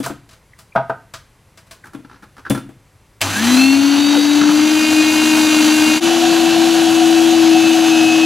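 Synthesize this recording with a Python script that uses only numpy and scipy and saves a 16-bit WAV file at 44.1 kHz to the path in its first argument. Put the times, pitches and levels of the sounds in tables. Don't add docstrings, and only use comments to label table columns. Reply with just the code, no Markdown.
import sys
import numpy as np
from scipy import signal
from scipy.fft import rfft, irfft, next_fast_len
from scipy.io import wavfile
from scipy.ndimage import map_coordinates

SR = 44100
rng = np.random.default_rng(int(sys.argv[2]) if len(sys.argv) > 2 else 0)


def store_wav(level_fs):
    pcm = np.round(np.clip(np.atleast_2d(level_fs), -1, 1) * 32767)
    wavfile.write(sys.argv[1], SR, pcm.T.astype(np.int16))


N = 363825


def amp(db):
    return 10 ** (np.asarray(db) / 20)


def unit(x):
    return x / np.sqrt(np.mean(x ** 2) + 1e-20)


def along(points, hz):
    f, v = np.transpose(points)
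    return np.interp(np.log(hz + 1), np.log(f + 1), v)


def curves(rows):
    s, *cols = np.transpose(rows)
    return [np.interp(np.arange(N) / SR, s, c) for c in cols]


def wobble(rate):
    knots = rng.standard_normal(int(N * rate / SR) + 4)
    coarse = np.arange(0, N, 32)
    smooth = map_coordinates(knots, [coarse * rate / SR])
    return np.interp(np.arange(N), coarse, smooth)


def filtered(x, response):
    size = x.shape[-1]
    m = next_fast_len(size + 8192)
    gain = response(np.fft.rfftfreq(m, 1 / SR))
    return irfft(rfft(x, m) * gain, m)[..., :size]


def coloured(x, spectrum):
    return unit(filtered(x, lambda hz: amp(along(spectrum, hz))))


def noise(spectrum, size=N):
    return coloured(rng.standard_normal(size), spectrum)


def quiet_room():
    # pitch_hz [Hz], relative level_db [dB per Hz]
    room_spectrum = [(15, -40), (25, -1), (110, 4.5), (268, -10), (585, -11), (652, -15), (976, -12.5),
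                     (1120, -14), (1240, -17), (2130, -17), (3280, -23), (10500, -27), (14100, -33),
                     (15700, -51)]
    return amp(-51.5) * noise(room_spectrum)


def kitchen(x):
    # pitch_hz [Hz], t60_s [s]
    decay_times = [(100, 0.69), (300, 0.28), (700, 0.28), (2500, 0.4), (12000, 0.23)]
    hz, t, z = signal.stft(rng.standard_normal(SR // 2), SR, nperseg=256)
    decay = amp(-60 * t / along(decay_times, hz)[:, None])
    tail = signal.istft(z * decay, SR, nperseg=256)[1]
    late = np.pad(tail, (SR // 200, 0))
    return signal.fftconvolve(x, late / np.linalg.norm(tail))[:N]


def spread(x):
    # pitch_hz [Hz], side_minus_mid_db [dB]
    side_levels = [(100, -19.5), (1500, -19.5), (3000, -18), (6000, -14.5), (9000, -10.5), (12000, -28)]
    delay_s = 0.000404
    side = filtered(x, lambda hz: amp(along(side_levels, hz)) * np.exp(-2j * np.pi * hz * delay_s))
    return np.array([x + side, x - side])


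def lean(hz):
    # pitch_hz [Hz], left_minus_right_db [dB]
    balance = [(60, -1), (100, -2), (150, 0), (250, 3.5), (292, 7), (309, 3.5), (328, 6.5), (500, 1.5),
               (1000, 2), (2500, -0.2), (5000, .8), (13000, 0.3)]
    return 2 / (1 + amp(np.outer([-1, 1], along(balance, hz))))


def contacts(rows, modes, thud, ring_db, thud_db, thud_t60, click_db, click_t60):
    # pitch_hz [Hz], relative level_db [dB per Hz]
    click_spectrum = [(2000, -25), (4000, -3.5), (7000, -1), (10000, 0), (15000, -8.5)]
    out, t = np.zeros(N + SR), np.arange(SR // 2) / SR
    fade = lambda t60: np.exp(-np.log(1000) * t / t60)
    attack = 1 - np.exp(-t / 0.0011)
    for s, db, bright_db in rows:
        ring = 0
        for hz, level, t60 in modes:
            mode_db = level + bright_db * (hz > 3000) + rng.normal(0, 1)
            pitch_hz = hz * rng.normal(1, 0.014)
            ring = ring + amp(mode_db) * fade(t60) * np.sin(2 * np.pi * pitch_hz * t)
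        dull = amp(thud_db) * noise(thud, size=len(t)) * fade(thud_t60)
        body = (amp(ring_db) * ring + dull) * attack
        click_fade = fade(click_t60) + 0.34 * fade(0.016)
        click = amp(click_db + bright_db) * noise(click_spectrum, size=len(t)) * click_fade
        out[max(round(s * SR), 0):][:len(t)] += amp(db) * (body + click)
    return out[:N]


def slips(strokes, count, scatter_db):
    hits = []
    for s, length, db, bright_db in strokes:
        for u in np.linspace(0, 1, count):
            hits.append((s + length * u, db + scatter_db * rng.normal(), bright_db))
    return hits


def pusher():
    # start_s [s], relative level_db [dB], click_db relative to the body [dB]
    pusher_hits = [(0.061, -8.5, -11.5), (0.098, -20, -21.5), (0.752, -9.5, -34), (0.759, 3.5, -45),
                   (0.776, -4, -47.5), (0.8965, -4.5, -39)]
    # pitch_hz [Hz], relative level_db [dB], t60_s [s]
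    plastic_modes = [(125, -22.5, 0.3), (566, -12, .11), (679.3, 1.5, 0.14), (757, -21, .1),
                     (940, -8, 0.11), (1266, -3.5, 0.065), (1395, -14, 0.058), (1552, -5.5, 0.065)]
    # pitch_hz [Hz], relative level_db [dB per Hz]
    plastic_thud = [(35, -67), (60, -48), (125, -12), (519, -13), (630, -41), (680, -1), (793, -4.5),
                    (1080, -16.5), (1500, -9.5), (1710, -22.5), (6000, -50.5), (7800, -93), (13200, -120)]
    return contacts(pusher_hits, plastic_modes, plastic_thud, ring_db=-10.5,
                    thud_db=-10.5, thud_t60=0.092, click_db=-7.5, click_t60=0.075)


def wet_handling():
    # start_s [s], relative level_db [dB], click_db relative to the body [dB]
    pat_hits = [(0.079, -26.5, -7), (1.137, -19, -17), (1.574, -31, -13), (1.668, -45, -8),
                (1.71, -25.5, -10.5)]
    # start_s [s], length_s [s], relative level_db [dB], click_db [dB]
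    wipe_strokes = [(0.029, 0.02, -21, -11), (0.29, 0.04, -37, -12.5), (0.583, 0.012, -38, -5.5)]
    # pitch_hz [Hz], relative level_db [dB], t60_s [s]
    counter_modes = [(130, -11, .2), (664, -1, 0.12), (1450, -29, .06)]
    # pitch_hz [Hz], relative level_db [dB per Hz]
    wet_thud = [(59, -33.5), (100, -2), (238, -21), (315, -13), (839, -15.5), (1270, -4.5), (2280, -12.5),
                (5210, -13), (9000, -22), (11700, -52), (19800, -120)]
    hits = list(pat_hits) + slips(wipe_strokes, count=3, scatter_db=3.5)
    return contacts(hits, counter_modes, wet_thud, ring_db=-16.0,
                    thud_db=-9.0, thud_t60=0.13, click_db=-6.5, click_t60=0.17)


def potato_drops():
    # start_s [s], relative level_db [dB], click_db relative to the body [dB]
    landings = [(0.002, -13.5, -11.5), (0.104, -14.5, -32.5), (1.948, -19, -20.5), (1.989, -30, -21),
                (2.046, -33, -28), (2.4985, -12, 1), (2.504, 0.5, -26), (2.547, -15, -9),
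                (2.576, -17.5, -12.5), (2.691, -25.5, -17)]
    # pitch_hz [Hz], relative level_db [dB], t60_s [s]
    drum_modes = [(132.8, -11, 0.22), (284.6, 5.5, 0.097), (327, -6, 0.13), (475, -11, 0.13),
                  (3490, -5, 0.15), (6130, -26, .25), (9230, -16, 0.24)]
    # pitch_hz [Hz], relative level_db [dB per Hz]
    drum_thud = [(29, -55.5), (50, -26), (128, -2), (173, -6), (230, 6), (335, 2), (380, -29), (471, -10),
                 (564, -11.5), (3490, -27), (6000, -76.5), (7800, -71), (13200, -120)]
    return contacts(landings, drum_modes, drum_thud, ring_db=-9.5,
                    thud_db=-8, thud_t60=0.099, click_db=-14, click_t60=0.14)


def chute_rubs():
    # start_s [s], relative level_db [dB], click_db relative to the body [dB]
    knock_hits = [(2.047, -32, -24), (2.548, -14, -16), (2.561, -27, -14), (2.576, -19, -13),
                  (4.413, -6, -22), (4.435, -12.5, -19), (4.488, -6, -21), (4.509, -11, -8)]
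    # start_s [s], length_s [s], relative level_db [dB], click_db [dB]
    rub_strokes = [(1.843, 0.026, -31, -5), (1.934, 0.013, -31, -8), (2.096, 0.033, -32.5, -24),
                   (2.128, 0.03, -33, -28), (2.224, 0.014, -32.5, -12), (2.367, 0.026, -28.5, -13),
                   (2.451, 0.024, -26.5, -18)]
    # pitch_hz [Hz], relative level_db [dB], t60_s [s]
    chute_modes = [(1357, 4.9, 0.038), (1690, 0.5, 0.0064), (1682, 2, 0.03)]
    # pitch_hz [Hz], relative level_db [dB per Hz]
    chute_thud = [(88, -43), (150, -9), (270, -6.5), (681, -23), (858, -11), (1050, -14), (1500, -12.5),
                  (1940, -22.5), (6000, -31), (7800, -60), (13200, -120)]
    hits = list(knock_hits) + slips(rub_strokes, count=3, scatter_db=2)
    return contacts(hits, chute_modes, chute_thud, ring_db=-11.5,
                    thud_db=-8.5, thud_t60=0.075, click_db=-14.5, click_t60=0.07)


def squeaks(rough):
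    # start_s [s], level_db [dB], length_s [s], start_hz [Hz], end_hz [Hz]
    squeak_glides = [(0.532, -40, 0.0091, 2050, 1924), (0.72, -42, 0.012, 2170, 2100),
                     (1.838, -32, 0.011, 1630, 1530), (2.45, -27, 0.01, 1510, 1600),
                     (2.46, -23.5, 0.016, 1520, 1490), (4.124, -21, 0.05, 1020, 616),
                     (4.155, -20.5, 0.054, 608, 421)]
    out = np.zeros(N)
    for s, db, length, start_hz, end_hz in squeak_glides:
        u = np.linspace(0, 1, round(length * SR))
        glide = start_hz + (end_hz - start_hz) * u
        hz = glide * (1 + rough * wobble(735)[:len(u)])
        tone = np.sin(2 * np.pi * np.cumsum(hz) / SR)
        out[round(s * SR):][:len(u)] += amp(db) * np.sin(np.pi * u) * tone
    return out


def switch():
    # start_s [s], relative level_db [dB], click_db relative to the body [dB]
    snaps = [(3.207, -13.5, -13), (3.214, 1, -7.5), (3.222, -6.5, -13)]
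    # pitch_hz [Hz], relative level_db [dB], t60_s [s]
    snap_modes = [(785, 0, 0.13), (2340, -2.4, .04), (3070, -1, 0.034)]
    # pitch_hz [Hz], relative level_db [dB per Hz]
    snap_thud = [(47, -44), (80, -22), (283, -8), (455, -8), (824, -2), (1300, -9), (2700, -2), (7990, -12),
                 (9000, -23), (11700, -55), (19800, -120)]
    return contacts(snaps, snap_modes, snap_thud, ring_db=-28,
                    thud_db=-9, thud_t60=0.058, click_db=-11, click_t60=0.052)


def coils():
    settled_db, inrush_db = -48.5, 18.5
    switch_on_s, inrush_s = 3.3, 0.26
    t = np.arange(N) / SR
    level = settled_db + inrush_db * np.exp(-np.maximum(t - switch_on_s, 0) / inrush_s)
    return amp(level + 2.1 * wobble(13)) * np.sqrt(2) * np.sin(2 * np.pi * 100 * t)


def housing(hz, modes):
    grid = np.arange(0, 6000, 4)
    gain_db = sum(db * np.exp(-((grid - centre) / width) ** 2) for centre, width, db in modes)
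    return np.interp(hz, grid, gain_db)


def motor(speed, singing, whine, gears, count, whine_db, sing_db, rattle_db, hiss_db,
          whistle_db, throb, spiky_db):
    # time_s [s], rattle_db [dB], hiss_db [dB], before the trims passed in
    effort = [(3.28, -27, -34), (3.54, -22, -28), (3.75, -27, -35), (4.5, -27, -36), (4.75, -25.5, -32.5),
              (5.45, -23, -29), (5.97, -24, -30.3), (6.1, -24.5, -31.5), (7.1, -26, -32.5),
              (8.25, -25.5, -33)]
    singing_orders = [8, 9, 10, 13, 16]
    # pitch_hz [Hz], half_width_hz [Hz], gain_db [dB]
    housing_modes = [
        [(1630, 370, 10), (2345, 84, -13), (2474, 26, 11), (2582, 25, 12)],
        [(2785, 50, 9.5)],
        [(2680, 114, 13.5)],
        [(3768, 67, 11.5), (4020, 40, 3.5), (4306, 40, 7)],
        [(4180, 490, 15)],
    ]
    # shaft_hz [Hz], hum_db [dB]
    hum_levels = [(180, -38), (206, -24), (253, -11.5), (274, -10.5), (292, -12.5), (303, -11.5),
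                  (309, -14), (325, -11.5), (334, -13.5)]
    # pitch_hz [Hz], relative level_db [dB]
    whistle_spectrum = [(4500, -30), (5500, 7), (6500, 6.5), (8000, -5.5), (10000, 1), (11000, -10),
                        (13000, -8), (15500, -19)]
    # pitch_hz [Hz], relative level_db [dB per Hz]
    brush_spectrum = [(3820, -15.5), (6500, -7.5), (7130, -2.5), (8570, -7), (9890, -7.5), (10800, -9),
                      (12700, -10.5), (15700, -21.5)]
    full_speed_hz, whine_db_per_octave = 313, 22.5
    flutter_db, flutter_per_s = 0.86, 24
    backlash_rad, slow_backlash_rad = 0.0069, 0.12

    shaft_hz, = curves(speed)
    rattle, hiss = curves(effort)
    angle = 2 * np.pi * np.cumsum(shaft_hz * (1 + 0.00098 * wobble(20))) / SR
    slack = backlash_rad + slow_backlash_rad * np.maximum(1 - shaft_hz / full_speed_hz, 0)
    shaken = angle + slack * wobble(300)
    turning = lambda k: np.sin(k * shaken + rng.uniform(0, 2 * np.pi))
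    order = lambda k: np.sqrt(2) * amp(2.12 * wobble(22)) * turning(k)
    growth_db = whine_db_per_octave * np.log2(shaft_hz / full_speed_hz)

    weak_lines = sum(amp(db) * order(k) for k, db in whine)
    lines = amp(rattle + whine_db + growth_db) * weak_lines
    for k, db, modes in zip(singing_orders, singing, housing_modes):
        line_db = sing_db + db + housing(k * shaft_hz, modes) + 0.91 * wobble(6)
        lines += amp(line_db) * order(k)
    second_gear = np.cos(angle / 6)

    overtones = sum(amp(4 * wobble(2.5)) * turning(k) for k in range(18, 46))
    whistle = amp(hiss + whistle_db + growth_db) * coloured(overtones, whistle_spectrum)
    hum_db = along(hum_levels, shaft_hz) + 0.47 * wobble(25) + 0.91 * wobble(7)
    rotor = amp(hum_db) * np.sqrt(2) * np.sin(angle)

    bite = 1 + 0.33 * np.cos(count * angle) + 0.088 * second_gear

    def impacts():
        uneven_db = spiky_db * wobble(1200) + flutter_db * wobble(flutter_per_s)
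        return bite * amp(uneven_db) * rng.standard_normal(N)

    clatter = amp(rattle + rattle_db) * coloured(impacts(), gears)
    brushes = amp(hiss + hiss_db) * coloured(impacts(), brush_spectrum)
    return rotor + (1 + throb * second_gear) * lines + whistle + clatter + brushes


def shredding(ring_hz, width_hz):
    def resonance(f):
        damping = 1j * f * width_hz
        return (damping / (ring_hz ** 2 - f * f + damping)) ** 2

    return amp(-25.5) * unit(filtered(rng.standard_normal(N), resonance))


def machine():
    # time_s [s], shaft_hz [Hz]
    run_up = [(3.21, 40), (3.3, 160.5), (3.335, 186.1), (3.43, 228.8), (3.49, 245.7), (3.64, 268),
              (3.79, 278), (4.05, 289.4), (4.42, 295), (4.7, 308), (4.83, 309.4), (5.44, 309.6),
              (5.62, 307), (6.0, 310)]
    loaded = [(6.0, 334.7), (6.42, 330.1), (6.75, 330.5), (6.92, 327.8), (7.33, 329.3), (7.5, 325.7),
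              (7.85, 326.1), (7.98, 322), (8.25, 322.2)]
    sing_up = [-35, -36, -35.5, -36.5, -38.5]
    sing_loaded = [-34, -32.5, -34, -41.5, -40]
    # order [multiples of shaft speed], relative level_db [dB]
    whine_up = [(.76, -2.5), (2, -5), (3, -4), (5, -5.5), (6, -6), (7, -2.5), (7.8, -9), (8.8, -8.5),
                (11, -5.5), (12, -4), (15, -1.5), (19, -9), (19.8, -16), (20, -14), (22.3, -5.5), (24, -11)]
    whine_loaded = [(.76, -3), (2, -5.5), (2.3, -1.5), (8.8, -7.5), (11, -4.5), (12, -5.5), (14, -9),
                    (15, -11.5), (17, -10.5), (20, -4.5)]
    # pitch_hz [Hz], relative level_db [dB per Hz]
    gears_up = [(40, -38), (100, -5), (160, -7), (220, 5), (300, 14.5), (400, -3), (560, -2.5), (720, 4.5),
                (1150, 0.5), (1550, 3), (2000, -4), (2700, 2), (3500, -2.5), (4100, 1), (5300, -7.5),
                (6100, 0), (8000, -18), (11000, -27)]
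    gears_loaded = [(40, -49), (120, -1), (220, 8.5), (280, 6.5), (380, -3), (560, 4), (950, 5),
                    (1200, 0.5), (1550, 5), (2050, -2.5), (2700, 5.5), (3300, -0.5), (4400, -1), (5400, -6),
                    (6600, -4), (8000, -13.5), (11000, -47)]
    starting = motor(run_up, sing_up, whine_up, gears_up, count=2, whine_db=-7, sing_db=-1.0,
                     rattle_db=4.5, hiss_db=2.0, whistle_db=-5, throb=0.28, spiky_db=0.5)
    grating = motor(loaded, sing_loaded, whine_loaded, gears_loaded, count=3, whine_db=-6.5, sing_db=-0.5,
                    rattle_db=4.0, hiss_db=0.0, whistle_db=-2.5, throb=0.12, spiky_db=1.0)
    grating += shredding(ring_hz=728.4, width_hz=46)
    first, = curves([(3.213, 0), (3.225, 1), (5.972, 1), (6.006, 0)])
    second, = curves([(6.002, 0), (6.04, 1)])
    return first * starting + second * grating + (first + second) * coils()


def scene():
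    beside = pusher() + wet_handling()
    inside = potato_drops() + chute_rubs() + switch() + squeaks(rough=0.096)
    room = quiet_room() + amp(-9.5) * kitchen(beside + inside)
    handling = amp([[.8], [-.8]]) * spread(beside)
    grater = filtered(spread(machine() + inside), lean)
    return spread(room) + handling + grater


def record(dry):
    top_hz = 15820
    return filtered(dry, lambda hz: hz < top_hz)


dry = scene()
out = record(dry)
store_wav(out)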